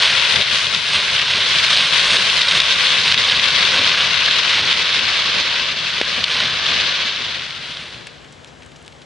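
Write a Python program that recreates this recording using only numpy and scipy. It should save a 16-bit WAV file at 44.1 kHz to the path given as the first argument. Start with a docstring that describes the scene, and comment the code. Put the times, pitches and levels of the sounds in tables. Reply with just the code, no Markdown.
"""A dense dry crackle on the left and centre: a front of flame runs through dry grass in an open field.
Random bursts splinter and ring in stalks, heard directly and off the ground; noise makes the flames' low roar.
Thick stalks snap in torn noise, and one sealed stem pops with an N-shaped pulse.
The crackle fades and leaves near snaps, bright ticks, grainy rustles, a breeze and a faint far engine hum."""
import sys
import numpy as np
from scipy import signal
from scipy.fft import rfft, irfft
from scipy.io import wavfile
from scipy.ndimage import uniform_filter1d

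SR = 44100
rng = np.random.default_rng(int(sys.argv[2]) if len(sys.argv) > 2 else 0)


def generate_wav(sig):
    """Save sig (samples, or channels by samples) to the path in sys.argv[1] as 16-bit PCM at SR."""
    pcm = np.round(np.clip(np.atleast_2d(sig).T, -1, 1) * 32767).astype(np.int16)
    wavfile.write(sys.argv[1], SR, pcm)


N = 399101

# Levels are set at the source, ahead of the ground hollows, the stereo lean and the limiter.
# The crackle starts strong, eases, returns, eases again, revives briefly and fades.
# Each row: time in seconds, crackle level in dB before surges.
BURN = [(0, -14.5), (0.85, -19), (1.35, -16.5), (1.8, -15.5), (2.6, -15.5), (3.8, -15.5), (4.5, -16),
        (5.15, -17), (5.85, -21.5), (6.2, -20), (6.45, -18), (6.9, -18.5), (7.35, -25), (7.55, -28.5),
        (7.8, -31), (8.03, -39), (8.3, -52.5), (9.05, -65)]
# The finest sizzle over time. Each row: time in seconds, level in dB before surges.
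SIZZLE = [(0, -37.5), (1.3, -41), (2.1, -35.5), (3.9, -43), (5.1, -44.5), (5.65, -50), (6.3, -45.5),
          (7.3, -53), (7.85, -54), (8.25, -72), (9.05, -77)]
# A tuft catches and the crackle surges. Each row: centre in seconds, rise in dB.
FLARES = [(0.04, 1.5), (0.335, 2.5), (0.57, 2), (0.65, 1), (0.96, 2.5), (1.56, 1.5), (1.77, 2.5),
          (2.125, 2.5), (2.5, 1), (2.9, 1), (3.1, 1.5), (3.31, 1), (3.75, 2), (4.58, 1.5), (6.67, 0),
          (6.78, 1.5), (6.95, 0.7), (7.39, 0.5)]
# The crackle dips briefly. Each row: centre in seconds, fall in dB, width in seconds.
DIPS = [(0.377, 1, .008), (0.452, 3.5, 0.019), (0.7, 2, 0.025), (0.81, 1, 0.021), (1.243, 3, .015),
        (1.62, 2, 0.012), (2.35, 1, 0.017), (2.45, 2, 0.011), (2.69, 1.5, .015), (2.757, 2, 0.012),
        (3.162, 4.5, 0.01), (4.19, 2.5, 0.0091), (4.283, 1.5, .014), (4.41, 2.5, 0.013), (5.76, 0.5, .016),
        (6.03, 2, 0.012), (6.265, 2, .018), (6.6, 1.5, 0.018), (7.12, 1.5, .016), (7.47, 2.5, .016),
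        (7.6, 2, 0.014)]
# Shape of the crackle's spectrum. Each row: frequency in Hz, relative level in dB per Hz.
CRACKLE_SPECTRUM = [(40, -64), (320, -21.5), (550, -14.5), (800, -15), (1050, -10.5), (1280, -8),
                    (1570, -6), (1800, -5), (2100, -3), (2500, -1.1), (3500, 2), (4200, -0.5), (5200, -8),
                    (6300, -14), (7400, -23.5), (8200, -21.5), (10000, -26.5), (11000, -42)]
# Width of the crackle. Each row: frequency in Hz, side minus mid in dB.
CRACKLE_WIDTH = [(200, 0), (450, -4), (800, -6), (1300, -8.5), (2000, -10.3), (3000, -12.3), (4000, -8.5),
                 (5000, -6), (6000, -3), (7400, -2), (10000, -3.5)]
# Shape of the flames' roar. Each row: frequency in Hz, relative level in dB per Hz.
ROAR_SPECTRUM = [(25, -13), (45, -32), (70, -2.5), (110, 0.5), (160, 0.5), (230, -2.5), (310, -4),
                 (450, -6), (600, -4.5), (780, -9.5), (1100, -12), (1600, -3), (3000, -19.5), (6000, -73)]
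# The low end swells or drops briefly. Each row: centre in seconds, change in dB, width in seconds.
BILLOWS = [(0.37, 3.5, .025), (0.45, -2, .02), (0.6, -11, .014), (0.82, -3, .04), (1.68, -2, .06),
           (2.13, 3, .04), (2.98, 2, .04), (3.3, 2.5, .04), (3.77, 4, .04), (4.2, -3, .03),
           (4.65, 2.5, .04), (5.35, 2, .05), (6.17, 3, .04), (6.47, 3.5, .09), (6.85, 2, .06),
           (7.5, -3, .13)]
# The thickest stalks snapping. Each row: start in seconds, peak in dB before the ground echo,
# pitch in Hz, tearing time in ms.
SNAPS = [(0.1965, -1, 2650, .7), (0.2147, -4, 3600, .7), (0.359, -2, 4120, 1), (0.4119, -3, 2700, .7),
         (0.4202, -2, 3300, .8), (0.556, -2, 3000, .7), (0.667, -5.5, 3200, 1.2), (0.746, -4, 3600, .9),
         (1.1958, -2, 3400, .7), (1.2148, -5, 2800, .8), (1.3348, -3, 3300, .8), (1.5845, -2, 3700, 1),
         (1.772, -1, 3700, .9), (1.8075, -3, 3200, .6), (1.9453, -3, 3200, .5), (2.0108, -4, 3200, .6),
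         (2.168, 1.5, 3300, .7), (2.2977, -4, 2900, .7), (2.3673, -5, 4200, .7), (2.4165, -2, 3600, .7),
         (2.482, -3, 3800, 1.8), (2.5104, -1, 2550, .7), (2.6005, -1, 3850, 1), (2.6025, -2.5, 3400, .8),
         (2.6651, -5, 3000, .7), (2.721, -2.5, 3550, 1), (2.7312, -6, 3400, .6), (2.869, -4, 3670, .9),
         (2.9831, -3, 4100, .6), (3.078, -3, 3100, .6), (3.1218, -1, 2800, 1), (3.1422, 0, 2500, .8),
         (3.176, -3, 3500, .9), (3.1949, -5, 3000, .7), (3.238, -4, 2950, .8), (3.2503, -4, 3400, .5),
         (3.297, -2, 3650, 1.2), (3.321, -2, 3300, .8), (3.395, -1, 2700, 1), (3.4397, -1, 3500, .8),
         (3.5604, -3, 3700, .9), (3.845, -2, 2900, .8), (4.0066, -4, 3500, .6), (4.2214, -4, 2700, .7),
         (4.259, -1.5, 3650, 1.1), (4.3095, -5, 3300, .7), (4.7273, 0, 3450, .7), (4.927, -4, 3800, .4),
         (4.9922, -2, 3100, .4), (5.8677, -8, 2800, .6), (6.2404, 2, 3850, .7), (6.2429, -3.5, 3750, .8),
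         (6.402, -5, 3100, .5), (6.6637, -5, 3000, .9), (7.3453, -12.5, 3400, .8), (7.3947, -13.5, 3100, 1),
         (7.506, -17, 3300, .7), (7.7694, -16, 3200, .9), (7.944, -23, 2800, .7), (8.0695, -22, 3200, .8)]
# Colour of a snap. Each row: frequency in Hz, filter gain in dB.
SNAP_COLOUR = [(200, -32), (1000, 3), (2200, 7), (3800, 11.5), (5500, 2.5), (7500, -13), (11000, -18)]
# A sealed stem bursts. One row: start in seconds, pulse peak in dB before its filters, length in seconds.
POP = (6.0133, -4, 0.00142)
# Bright clicks: the first sharpens the stalk snap at 6.24 s, the rest are dry twigs close by.
# Each row: start in seconds, peak in dB, pitch in Hz.
TICKS = [(6.2414, -8, 4200), (8.0693, -22, 2700), (8.0712, -17, 3600), (8.3248, -33, 8500),
         (8.3275, -35, 7000), (8.4462, -23, 3900), (8.4765, -37, 7500), (8.6222, -33, 2300),
         (8.6500, -39, 7500), (8.6623, -29, 7500), (8.7188, -31, 1900), (8.7605, -35, 5500),
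         (8.7660, -36, 6000), (8.8182, -37, 3700), (8.8262, -32, 8500), (8.8490, -33, 4000),
         (8.8619, -31, 7000), (8.8662, -32, 4200), (8.8793, -20.5, 4000)]
# Colour of a tick. Each row: frequency in Hz, filter gain in dB.
TICK_COLOUR = [(300, -19), (1200, -3), (3500, 0.5), (5500, -9), (8000, -5.5), (11000, -14)]
# Short rustles of dry grass. Each row: start in seconds, level at the top of the swell in dB,
# pitch in Hz, swell time in ms.
RUSTLES = [(8.070, -38, 3000, 3.5), (8.242, -40, 2000, 3), (8.323, -43, 6000, 3), (8.468, -46, 5000, 7),
           (8.620, -41.5, 2400, 3), (8.630, -45, 3000, 2.5), (8.758, -45.5, 5500, 4),
           (8.864, -44, 4300, 1.8), (8.922, -42, 3100, 2.5), (9.016, -41, 3200, 3.5)]
# Colour of a rustle. Each row: frequency in Hz, filter gain in dB.
RUSTLE_COLOUR = [(500, -11), (2500, 3), (4500, -2), (8000, -9), (11000, -20)]
# A gust buffets the microphone. 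Each row: centre in seconds, level at its height in dB.
GUSTS = [(0.42, -51), (2.07, -45), (2.61, -44), (3.34, -48), (4.03, -48), (4.32, -55), (4.73, -55),
         (6.02, -51), (6.35, -53), (6.62, -55.5), (7.54, -59)]
# Shape of wind on the microphone. Each row: frequency in Hz, relative level in dB per Hz.
WIND_SPECTRUM = [(12, -8), (25, -11), (42, 0), (60, -2), (110, -25), (300, -60)]
# Shape of the field's rumble. Each row: frequency in Hz, relative level in dB per Hz.
FIELD_SPECTRUM = [(25, -42), (45, -22), (70, 4.5), (130, 1.5), (310, -1.5), (450, 0.5), (870, -4.5),
                  (1210, -7), (2950, -14), (5000, -43)]
# Shape of the hiss of smouldering stubble. Each row: frequency in Hz, relative level in dB per Hz.
SMOULDER_SPECTRUM = [(500, -10), (1500, -7), (3200, 2), (5000, -4.5), (7500, -7.5), (11000, -26)]
# Tones of the far engine. Each row: centre frequency in Hz, middle level in dB.
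ENGINE_TONES = [(63, -60.5), (125.8, -59.5), (150, -57), (252, -63)]
# Overtones of a thin whine. Each row: multiple of the fundamental, level in dB.
WHINE_OVERTONES = [(5, -70), (12, -67), (14, -68), (20, -67), (22, -68)]
# Narrow bands that the ground cancels. Each row: centre in Hz before it wanders, width in Hz,
# share taken out at full depth.
HOLLOWS = [(308.4, 82, 0.91), (818, 42, 0.34), (1290, 90, .4)]
# The hollows come and go, and fill as the front moves on. Each row: time in seconds, depth from 0 to 1.
HOLLOW_DEPTH = [(0, 1), (0.42, .97), (0.65, .55), (0.9, 1), (1.27, 0.97), (1.5, 0.6), (2.15, .55),
                (2.5, .95), (2.85, 0.6), (3.3, 0.9), (3.8, 0.16), (4.12, .75), (4.5, 0.24), (7, 0.33),
                (8, 0)]
# The sound's lean across the microphone. Each row: frequency in Hz, left minus right in dB.
LEAN = [(100, 5.5), (450, 5.5), (780, 7), (1400, 4), (3500, 1.5), (6000, 0.7), (7400, -2.5), (8700, 3)]
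# The sound narrows briefly. Each row: centre in seconds, pull (1 or more is fully central), width in seconds.
NARROWINGS = [(0.07, 1.1, 0.043), (0.96, 1.27, 0.037), (1.335, 1.28, 0.052), (1.8, 1.12, 0.056),
              (2.11, 0.95, 0.047), (2.53, 1.15, 0.059), (3.09, .8, .028), (3.31, 1.24, 0.033),
              (3.775, 1.3, 0.028), (3.99, .9, 0.042), (4.58, 1.03, 0.045), (6.03, 0.78, .016),
              (6.37, 1.25, 0.077), (7.82, .55, 0.086)]

# the crackle: nominal rate over all patches; its body of big stalks relative to the rest
BURSTS_PER_S, BODY_DB, FLARE_WIDTH_S = 9000, -12.5, 0.034
# multiplies the crackle's surges in dB: the sizzle swings harder
SIZZLE_FOLLOWS = 1.66
# roar level at full burn, and the share of the crackle's swing that it follows
FULL_BURN_DB, ROAR_DB, ROAR_FOLLOWS = -16.5, -35, 0.43
# left-right likeness of the roar, first and last
ROAR_ALIKE_FIRST, ROAR_ALIKE_LAST = 0.77, 0.55
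BILLOW_TOP_HZ = 800
# lesser chance snaps: rate at full burn, peak above the crackle, range of pitch, tearing time
SNAPS_PER_S, SNAP_OVER_DB, SNAP_LOW_HZ, SNAP_HIGH_HZ, SNAP_TEAR_MS = 24, 3.5, 2030, 4430, 0.47
# lesser chance ticks in the stubble: rate, middle peak
TICKS_PER_S, TICK_DB = 26, -44.5
# path off the ground: nominal delay, echo gain, echo low-pass, spread of delay among patches (share)
GROUND_DELAY_S, GROUND_REFLECTION, GROUND_CUT_HZ, GROUND_SPREAD = 0.00178, 0.3, 1750, 0.051
# hot air bends that path: share by which its delay and the hollows wander
GROUND_WANDER, HOLLOW_WANDER = 0.052, 0.035
GUST_WIDTH_S, BREEZE_DB, FIELD_DB, SMOULDER_DB = .05, -69, -45.5, -51.5
WHINE_HZ = 149.8
CUTOFF_HZ = 11300


def crackle(burn_db, sizzle_db, left_lead_s=.000008, flare_db=1.0, haze_db=-15):
    """Patches along the front flare together, while each wanders quickly from side to side."""
    mid, side = np.zeros(N), np.zeros(N)
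    flare = from_db(flare_db * drift(35))
    shimmer = GROUND_WANDER * drift(3.7)
    for k, stalk_hz in enumerate(np.geomspace(1400, 6500, num=12)):
        bursts = patch(stalk_hz, flare)
        mid += off_ground(bursts, GROUND_SPREAD * np.sin(2 * k) + shimmer)
        side += bursts * np.tanh(2 * drift(115))
    # the farthest bursts blur into hiss
    far = from_db(haze_db) * rng.standard_normal((2, N))
    mid = rms_one(mid) + far[0]
    side = colour(rms_one(side) + far[1], CRACKLE_WIDTH)[0]
    left, right = mid + side, delay(mid - side, left_lead_s)
    sound = colour(np.array([left, right]), CRACKLE_SPECTRUM)
    # big stalks give the body, fine blades the sizzle
    body, above = split(sound, 1472)
    crack, sizzle = split(above, 7110)
    main = from_db(BODY_DB) * rms_one(body) + rms_one(crack)
    return from_db(burn_db) * main + from_db(sizzle_db) * rms_one(sizzle)


def patch(stalk_hz, flare, size_db=2.5, flicker_db=1.5, ring=1.87, stalk_width_hz=1100,
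          splinter=0.86, splinter_s=0.0025):
    """Clumps of bursts, mostly tiny, that splinter and ring briefly in stalks of one size."""
    chance = BURSTS_PER_S / 12 / SR * flare * from_db(2 * flicker_db * drift(25))
    born = np.flatnonzero(rng.random(N) < chance)
    sizes = from_db(size_db * np.minimum(rng.exponential(1, len(born)), 5.0))
    clicks = np.zeros(N)
    clicks[born] = sizes * rng.choice([-1, 1], len(born))
    # torn fibres go on giving way just after each burst
    keep = np.exp(-1 / (splinter_s * SR))
    tearing = np.sqrt(signal.lfilter([1 - keep], [1, -keep], clicks ** 2 + 1e-18))
    force = clicks + splinter * tearing * rng.standard_normal(N)
    return force + ring * resonate(force, stalk_hz, stalk_width_hz)


def surge(unrest_db=0.64):
    """Quick changes of crackle level in dB: surges, brief dips and a restless flicker."""
    flares = swells([(s, rise_db, FLARE_WIDTH_S) for s, rise_db in FLARES])
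    return flares - swells(DIPS) + unrest_db * drift(13)


def roar(burn_db, billow_db=2.0):
    """Flame noise that billows and roars with the burn, and slowly spreads wider."""
    level_db = ROAR_DB + ROAR_FOLLOWS * (burn_db - FULL_BURN_DB) + billow_db * drift(11.6)
    return from_db(level_db) * air(ROAR_SPECTRUM, np.linspace(ROAR_ALIKE_FIRST, ROAR_ALIKE_LAST, N))


def snaps(burn_db, ring=9.3, width_hz=1300, give_s=.0005):
    """Thick stalks give way in quick volleys of tearing fibres; the harder the burn, the more of them."""
    out, t = np.zeros(N), np.arange(SR // 50) / SR
    chance = SNAPS_PER_S / SR * from_db((burn_db - FULL_BURN_DB) / 2)
    born = np.flatnonzero(rng.random(N) < chance)
    lesser = [(i / SR, burn_db[i] + SNAP_OVER_DB, rng.uniform(SNAP_LOW_HZ, SNAP_HIGH_HZ), SNAP_TEAR_MS)
              for i in born]
    for s, peak_db, hz, tear_ms in list(SNAPS) + lesser:
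        force = rng.standard_normal(len(t)) * t * np.exp(-1000 * t / tear_ms)
        snap = colour(force + ring * resonate(force, hz, width_hz), SNAP_COLOUR)[0, :len(t)]
        add(out, s + give_s, from_db(peak_db) * snap / np.abs(snap).max())
    return off_ground(out)


def pop(low_hz=260, top_hz=3400, split_db=0, split_hz=2200, split_width_hz=1100):
    """Escaping steam sends out one N-shaped pressure pulse, and the stem splits with a click."""
    s, peak_db, length_s = POP
    phase = (np.arange(N) / SR - s) / length_s
    pulse = (1 - 2 * phase) * ((phase >= 0) & (phase < 1))
    pulse = cut(cut(pulse, low_hz, "high", order=1), top_hz, "low")
    impulse = 1. * (np.arange(N) == int((s + length_s) * SR))
    click = cut(resonate(impulse, split_hz, split_width_hz), top_hz, "low")
    return from_db(peak_db) * pulse + from_db(split_db) * click / np.abs(click).max()


def ticks(ring=2.2, width_hz=2200, splinter=0.072, splinter_s=0.0026):
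    """Bright clicks, nearly all of dry twigs or stubble, each a ringing impulse with a faint splintering."""
    out, t = np.zeros(N), np.arange(SR // 50) / SR
    born = np.flatnonzero(rng.random(N) < TICKS_PER_S / SR)
    lesser = [(i / SR, TICK_DB + rng.normal(0, 2.5), rng.uniform(2000, 7000)) for i in born]
    for s, peak_db, hz in list(TICKS) + lesser:
        force = (t == 0) + splinter * rng.standard_normal(len(t)) * np.exp(-t / splinter_s)
        tick = colour(force + ring * resonate(force, hz, width_hz), TICK_COLOUR)[0, :len(t)]
        add(out, s, from_db(peak_db) * tick / np.abs(tick).max())
    return out


def rustles(ring=2.3, width_hz=2400, grain_db=3):
    """Dry blades brush together in short grainy puffs, each with a pitch of its own."""
    out, t = np.zeros(N), np.arange(SR // 10) / SR
    brushing = rng.standard_normal(N) * from_db(grain_db * drift(400))
    for s, level_db, hz, swell_ms in RUSTLES:
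        force = np.roll(brushing, -int(s * SR))[:len(t)]
        age = 1000 * t / swell_ms
        puff = rms_one(colour(force + ring * resonate(force, hz, width_hz), RUSTLE_COLOUR)[0, :len(t)])
        add(out, s, from_db(level_db) * age * np.exp(1 - age) * puff)
    return out


def outdoors():
    """Wind, the wide rumble of the field, central smouldering hiss, the far engine and a thin whine."""
    field = from_db(FIELD_DB) * air(FIELD_SPECTRUM, alike=0.2)
    smoulder = from_db(SMOULDER_DB) * air(SMOULDER_SPECTRUM, alike=1.0)
    return wind() + field + smoulder + engine() + whine()


def wind():
    """Low noise of a light breeze on the microphone, with short gusts."""
    gusts = swells([(s, from_db(level_db), GUST_WIDTH_S) for s, level_db in GUSTS])
    return (from_db(BREEZE_DB) + gusts) * air(WIND_SPECTRUM, alike=.6)


def engine(waver_hz=0.55, swell_db=3):
    """Low engine tones, wavering in pitch and level on their way across the field."""
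    out = np.zeros(N)
    for hz, db in ENGINE_TONES:
        level = from_db(db + swell_db * drift(3.3))
        phase = 2 * np.pi * np.cumsum(hz + waver_hz * drift(2.8)) / SR
        out += level * np.sqrt(2) * np.sin(phase)
    return out


def whine():
    """A few faint steady sine overtones of one pitch."""
    phase = 2 * np.pi * WHINE_HZ * np.arange(N) / SR
    return sum(from_db(db) * np.sqrt(2) * np.sin(multiple * phase) for multiple, db in WHINE_OVERTONES)


def off_ground(x, stretch=0):
    """The ground returns a dull echo, sooner or later as its path stretches."""
    echo = delay(x, GROUND_DELAY_S * (1 + stretch))
    return x + GROUND_REFLECTION * cut(echo, GROUND_CUT_HZ, "low")


def hollow(x):
    """Take out the wavering bands that the ground cancels."""
    depth, = in_time(HOLLOW_DEPTH)
    bend = 1 + HOLLOW_WANDER * drift(5.5)
    for hz, width_hz, share in HOLLOWS:
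        # turn the band down to 0 Hz, low-pass it and turn it back
        turn = np.exp(2j * np.pi * np.cumsum(hz * bend) / SR)
        band, _ = split(x / turn, width_hz / 2)
        x = x - np.clip(share * depth, 0, 1) * 2 * np.real(turn * band)
    return x


def billowing(x):
    """The low end swells and sinks under the crackle."""
    low, high = split(x, BILLOW_TOP_HZ)
    return high + low * from_db(swells(BILLOWS))


def narrowing(x):
    """The sound draws in towards the centre for a moment and spreads out again."""
    mid, side = (x[0] + x[1]) / 2, (x[0] - x[1]) / 2
    closed = np.clip(swells(NARROWINGS), 0, 1)
    return mid + side * (1 - closed) * [[1], [-1]]


def air(spectrum, alike):
    """Stereo noise of unit power whose channels are partly alike."""
    mid, side = rng.standard_normal((2, N))
    alike = np.clip(alike, 0, 1)
    stereo = np.sqrt(1 + alike) * mid + np.sqrt(1 - alike) * side * [[1], [-1]]
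    return rms_one(colour(stereo, spectrum))


def swells(rows):
    """Sum of bell-shaped swells, each with its centre (s), height and width (s)."""
    t = np.arange(N) / SR
    return sum(height * np.exp(-.5 * ((t - s) / width_s) ** 2) for s, height, width_s in rows)


def drift(rate_hz):
    """Slow random wander of spread 1, from noise through two equal low-passes."""
    # drawn at every 40th sample, after a run-in of 2000 draws
    r = np.exp(-80 * np.pi * rate_hz / SR)
    slow = signal.lfilter([1], [1, -2 * r, r * r], rng.standard_normal(N // 40 + 2002))[2000:]
    return np.interp(np.arange(N) / 40, np.arange(len(slow)), rms_one(slow))


def in_time(rows):
    """Each column of a curve at every sample."""
    s, *columns = np.transpose(rows)
    return [np.interp(np.arange(N) / SR, s, c) for c in columns]


def from_db(db):
    """Decibels to gain."""
    return 10 ** (np.asarray(db) / 20)


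def rms_one(x):
    """Scale to unit power."""
    return x / np.sqrt(np.mean(x ** 2) + 1e-20)


def cut(x, hz, kind, order=2):
    """Butterworth filter."""
    return signal.sosfilt(signal.butter(order, hz, kind, fs=SR, output="sos"), x + 1e-18)


def split(x, hz):
    """Lows and highs that add up to the whole."""
    sos = signal.butter(4, hz, "low", fs=SR, output="sos")
    low = signal.sosfiltfilt(sos, x, padtype="even", padlen=SR // 10)
    return low, x - low


def colour(x, spectrum, share=1):
    """Causal (minimum-phase) filter with the given spectrum, its decibels scaled by share."""
    size = 4096
    hz, db = np.transpose(spectrum)
    bins_hz = np.arange(size // 2 + 1) * SR / size
    log_gain = np.log(from_db(share * np.interp(np.log(bins_hz + 1), np.log(hz), db)))
    # folding the cepstrum forward in time gives minimum phase
    cepstrum = irfft(log_gain)[:size // 2]
    cepstrum[1:] *= 2
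    response = irfft(np.exp(rfft(cepstrum, size)))[:size // 2]
    return signal.oaconvolve(np.atleast_2d(x), response[None], axes=1)[:, :N]


def resonate(x, hz, width_hz):
    """One two-pole resonance, gain about 1 on top."""
    r = np.exp(-np.pi * width_hz / SR)
    zeros = np.array([1, 0, -1]) * (1 - r * r) / 2
    poles = [1, -2 * r * np.cos(2 * np.pi * hz / SR), r * r]
    return signal.lfilter(zeros, poles, x + 1e-18)


def delay(x, s):
    """The same sound s seconds later."""
    return np.interp(np.arange(N) - s * SR, np.arange(N), x, left=0)


def add(out, s, sound):
    """Mix a short sound in at time s."""
    at = int(s * SR)
    out[at:at + len(sound)] += sound[:max(N - at, 0)]


def scene(sway_db=0.46):
    """Crackle, roar and near events over the open field, leaning left except in a band around 7 kHz."""
    course_db, = in_time(BURN)
    sizzle_db, = in_time(SIZZLE)
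    surge_db = surge()
    burn_db = course_db + surge_db
    # the strongest flames shift from side to side
    sway = from_db(sway_db * drift(2.2) * [[1], [-1]])
    fire = crackle(burn_db, sizzle_db + SIZZLE_FOLLOWS * surge_db) * sway
    field = billowing(fire + roar(burn_db) + outdoors())
    sound = hollow(field + snaps(burn_db)) + ticks() + rustles() + pop()
    left, right = colour(sound[0], LEAN, share=.5), colour(sound[1], LEAN, share=-.5)
    return narrowing(np.vstack([left, right]))


def record(dry, ceiling_db=-.5, recovery_db_per_s=90, low_cut_hz=33):
    """The microphone drops deep rumble; a limiter ducks at the loudest cracks and recovers; the top is cut."""
    heard = cut(dry, low_cut_hz, "high", order=4)
    over_db = np.maximum(20 * np.log10(np.abs(heard).max(axis=0) + 1e-9) - ceiling_db, 0)
    # each duck recovers in a straight line of dB
    ramp = recovery_db_per_s * np.arange(N) / SR
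    duck_db = np.maximum.accumulate(over_db + ramp) - ramp
    limited = np.clip(heard * from_db(-uniform_filter1d(duck_db, size=32)), -1, 1)
    return signal.sosfilt(signal.ellip(10, .2, 70, CUTOFF_HZ, fs=SR, output="sos"), limited)


dry = scene()
out = record(dry)
generate_wav(out)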